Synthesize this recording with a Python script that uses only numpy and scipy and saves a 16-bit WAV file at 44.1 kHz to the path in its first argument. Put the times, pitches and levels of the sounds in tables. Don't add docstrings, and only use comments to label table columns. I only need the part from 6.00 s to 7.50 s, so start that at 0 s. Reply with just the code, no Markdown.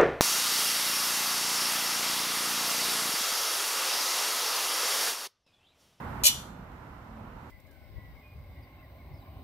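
import sys
import numpy as np
from scipy import signal
from scipy.io import wavfile
from scipy.ndimage import uniform_filter1d

SR = 44100
rng = np.random.default_rng(int(sys.argv[2]) if len(sys.argv) > 2 else 0)


def inscribe(sig):
    pcm = np.round(np.clip(np.atleast_2d(sig).T, -1, 1) * 32767)
    wavfile.write(sys.argv[1], SR, pcm.astype(np.int16))


def boost_factor(decibels):
    exponent = np.asarray(decibels, float) / 20
    return 10 ** exponent


N = 66150


def level(x, db):
    return x * boost_factor(db) / np.sqrt(np.mean(x ** 2))


def read(table, hz):
    table_hz, values = np.array(table).T
    return np.interp(np.log(hz), np.log(table_hz), values)


def band(x, lo_hz, hi_hz):
    return signal.sosfilt(signal.butter(2, [lo_hz, hi_hz], "bandpass", fs=SR, output="sos"), x)


def lowpass(x, top_hz):
    return signal.sosfilt(signal.butter(1, top_hz, fs=SR, output="sos"), x)


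def walk(rate):
    hold = int(SR / rate)
    steps = np.repeat(rng.standard_normal(200), hold)
    return 1.3 * uniform_filter1d(uniform_filter1d(steps, hold), hold)[:N]


def decay(since, t60):
    return np.exp(-np.log(1000) * since / t60)


def knocks(rows):
    force = np.zeros(N)
    at_s, db = np.array(rows).T
    force[(at_s * SR).astype(int)] = boost_factor(db) * np.sign(rng.standard_normal(len(rows)))
    return force


def thump(at_s, db, hz, t60):
    since = np.maximum(np.arange(N) / SR - at_s, 0)
    onset = 1 - np.exp(-since / .006)
    return boost_factor(db) * np.sin(2 * np.pi * hz * since) * onset * decay(since, t60)


def engine_drone():
    t = np.arange(N) / SR
    turns = np.cumsum(223.7 * (1 + 0.0158 * walk(5.83))) / SR
    passing = np.exp(-.5 * ((t - 1.16) / .08) ** 2)
    return np.sin(2 * np.pi * turns) * boost_factor(-40) * passing


def traffic():
    # frequency in Hz, level in dB per Hz.
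    spectrum = [(25, -19.5), (48, 1.5), (210, -4.5), (400, -16), (1100, -11), (2300, -29), (4500, -41.5),
                (10000, -48.5)]
    # frequency in Hz, correlation (held to 0-1).
    likeness = [(60, 2.4), (250, 0.8), (600, 0.56), (1200, 0.34), (3000, -0.83)]
    # frequency in Hz, left minus right in dB.
    lean = [(40, -3.2), (200, -2.5), (1200, -6), (4000, -3), (12000, 6.5)]
    swell_db, flicker_db = 2.93, 1.0
    rumble, swell = 0, walk(1.5)
    for hz in 28 * 2 ** np.arange(0, 9.2, .5):
        mid, side = band(rng.standard_normal((2, N)), hz / 1.19, hz * 1.19)
        like = np.clip(read(likeness, hz), 0, 1)
        pair = np.sqrt(1 + like) * mid + np.sqrt(1 - like) * side * np.array([[1], [-1]])
        db = read(spectrum, hz) + swell_db * swell + flicker_db * walk(8)
        rumble = rumble + boost_factor(db + read(lean, hz) * np.array([[.5], [-.5]])) * pair
    hiss_hz = 13000
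    hiss = level(band(rng.standard_normal((2, N)), hiss_hz * 0.99, hiss_hz * 1.1), -69.5)
    return level(rumble, -37.5) + hiss + engine_drone()


def footfalls():
    # start in seconds, level in dB, pitch in Hz.
    steps = [
        (.218, -32.5, 190),
        (0.078, -34, 43),
        (0.89, -42, 100),
    ]
    return sum(thump(at_s, db, hz, 0.05) for at_s, db, hz in steps)


def ticks():
    # start in seconds, level in dB.
    clicks = [
        (.718, -68),
    ]
    t = np.arange(400) / SR
    click = band(rng.standard_normal((2, len(t))) * np.exp(-t / 0.001543), 3500, 8700)
    return 10 * signal.fftconvolve(knocks(clicks)[None], click, axes=1)[:, :N]


def grip_thud():
    return thump(.246, -30.5, 581, 0.11)


def ring(force, modes):
    port_scatter_db, wobble_db = 4, 3
    t, out = np.arange(N) / SR, np.zeros((2, N))
    for (hz, db, t60), chance in zip(modes, rng.standard_normal((len(modes), 2))):
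        keep = np.exp(-2 * np.log(1000) / (t60 * SR))
        swing = np.sqrt(signal.lfilter([1], [1, -keep], force ** 2))
        port_db = port_scatter_db * chance[0] * np.array([[.5], [-.5]])
        share = boost_factor(db + port_db + wobble_db * walk(45.9))
        port_phase = chance[1] * np.array([[0], [1]])
        out += share * swing * np.sin(2 * np.pi * hz * t + port_phase)
    return out


def steel(force):
    # frequency in Hz, level in dB, t60 in seconds.
    blade = [(2937, -5, 0.161), (4170, -5, .12), (4244, -11, .12), (5120, -6, .1), (5450, -6.5, 0.095),
             (5963, -6, 0.0993), (6290, -7, 0.089), (6750, 0, 0.097), (7620, -8, .08), (8120, -6.5, 0.082),
             (9700, -7.5, .08), (10974, -8, 0.091), (12620, -6, .09), (12900, -8.5, .08)]
    # frequency in Hz, level in dB, t60 in seconds.
    linger = [(3030, -16, .3), (3222, -13, .35), (3250, -16.5, 0.21), (3490, -13, .2), (3586, -13.5, 0.45),
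              (3908, -9.5, .12), (4105, -15, .3), (4519, -13.5, .12), (5740, -10.5, .25), (7730, -12, .22),
              (10812, -16, .22)]
    # frequency in Hz, level in dB.
    crowd_levels = [(1500, -16.5), (2900, -7.5), (4100, -9), (5100, -11.5), (6600, -5.5), (9000, -7),
                    (12900, -4.5), (15000, -4.5)]
    t = np.arange(SR // 2) / SR
    crowd = 0
    for hz in 2000 * 2 ** (np.arange(13) / 4):
        t60 = 0.11 * (hz / 5000) ** -0.25
        burst = rng.standard_normal((2, len(t))) * decay(t, t60)
        crowd = crowd + boost_factor(read(crowd_levels, hz)) * band(burst, hz / 1.09, hz * 1.09)
    crack = band(rng.standard_normal((2, len(t))) * np.exp(-t / 0.00076), 2600, 16000)
    response = 10 * boost_factor(-4) * crowd + 10 * boost_factor(-1.5) * crack
    body = signal.fftconvolve(force[None], response, axes=1)[:, :N]
    body = body + boost_factor(-3.5) * ring(force, blade + linger)
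    return signal.sosfilt(signal.butter(3, 2500, "highpass", fs=SR, output="sos"), body)


def edge_force():
    # start in seconds, strength in dB.
    contacts = [
        (.2363, -3.5),
        (.2414, -3.5),
        (.2440, -5),
        (.2515, -5.5),
        (.2537, -10),
        (.2585, -10.5),
        (.2630, -6.5),
        (.2652, -6),
        (.2810, -15.5),
    ]
    # time in seconds, level in dB.
    slide = [
        (.2335, -49),
        (.2365, -23.5),
        (.250, -21.5),
        (.264, -18),
        (.280, -25),
        (.290, -44),
    ]
    slips_per_s, scatter_db = 2500, 5
    timing, size = rng.random((2, N))
    direction = np.sign(size * 64 % 1 - .5)
    slips = (timing < slips_per_s / SR) * boost_factor(-scatter_db * np.log(size + 1e-9)) * direction
    pressure_db = np.interp(np.arange(N) / SR, *np.array(slide).T, left=-200, right=-200)
    return knocks(contacts) + slips * boost_factor(pressure_db)


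def wall_echo(near):
    late = np.arange(SR) / SR - .015
    yard = rng.standard_normal((2, SR)) * (late > 0) * decay(late, 0.41)
    yard = lowpass(yard, 8920)
    yard = yard / np.sqrt(np.sum(yard ** 2, axis=1, keepdims=True))
    return boost_factor(-13.5) * signal.fftconvolve(near, yard, axes=1)[:, :N]


def clash():
    near = steel(edge_force())
    height = np.sqrt(np.mean(near[:, int(.24 * SR):int(.28 * SR)] ** 2))
    near = near * boost_factor(-12.5) / height
    near[1] = boost_factor(2) * lowpass(np.roll(near[1], int(.0003 * SR)), 7000)
    return near + wall_echo(near)


def scene():
    ground = traffic() + footfalls()
    bass = signal.sosfiltfilt(signal.butter(3, 473, fs=SR, output="sos"), ground)
    dip_s, dip_db, dip_width_s = .265, -21, 0.013
    dip = boost_factor(dip_db * np.exp(-.5 * ((np.arange(N) / SR - dip_s) / dip_width_s) ** 2))
    return clash() + grip_thud() + ticks() + ground - (1 - dip) * bass


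def roll_off(x):
    return signal.sosfilt(signal.butter(12, 15300, fs=SR, output="sos"), x)


def record(dry):
    since = np.maximum(np.arange(N) / SR - 0.25, 0)
    duck_db = -4 * (1 - np.exp(-since / 0.04))
    settle_db = -4 * (1 - np.exp(-since / .2))
    ducked = dry * boost_factor(duck_db + settle_db)
    mix = signal.sosfilt(signal.ellip(12, .2, 70, 14300, fs=SR, output="sos"), ducked)
    return roll_off(mix)


dry = scene()
out = record(dry)
inscribe(out)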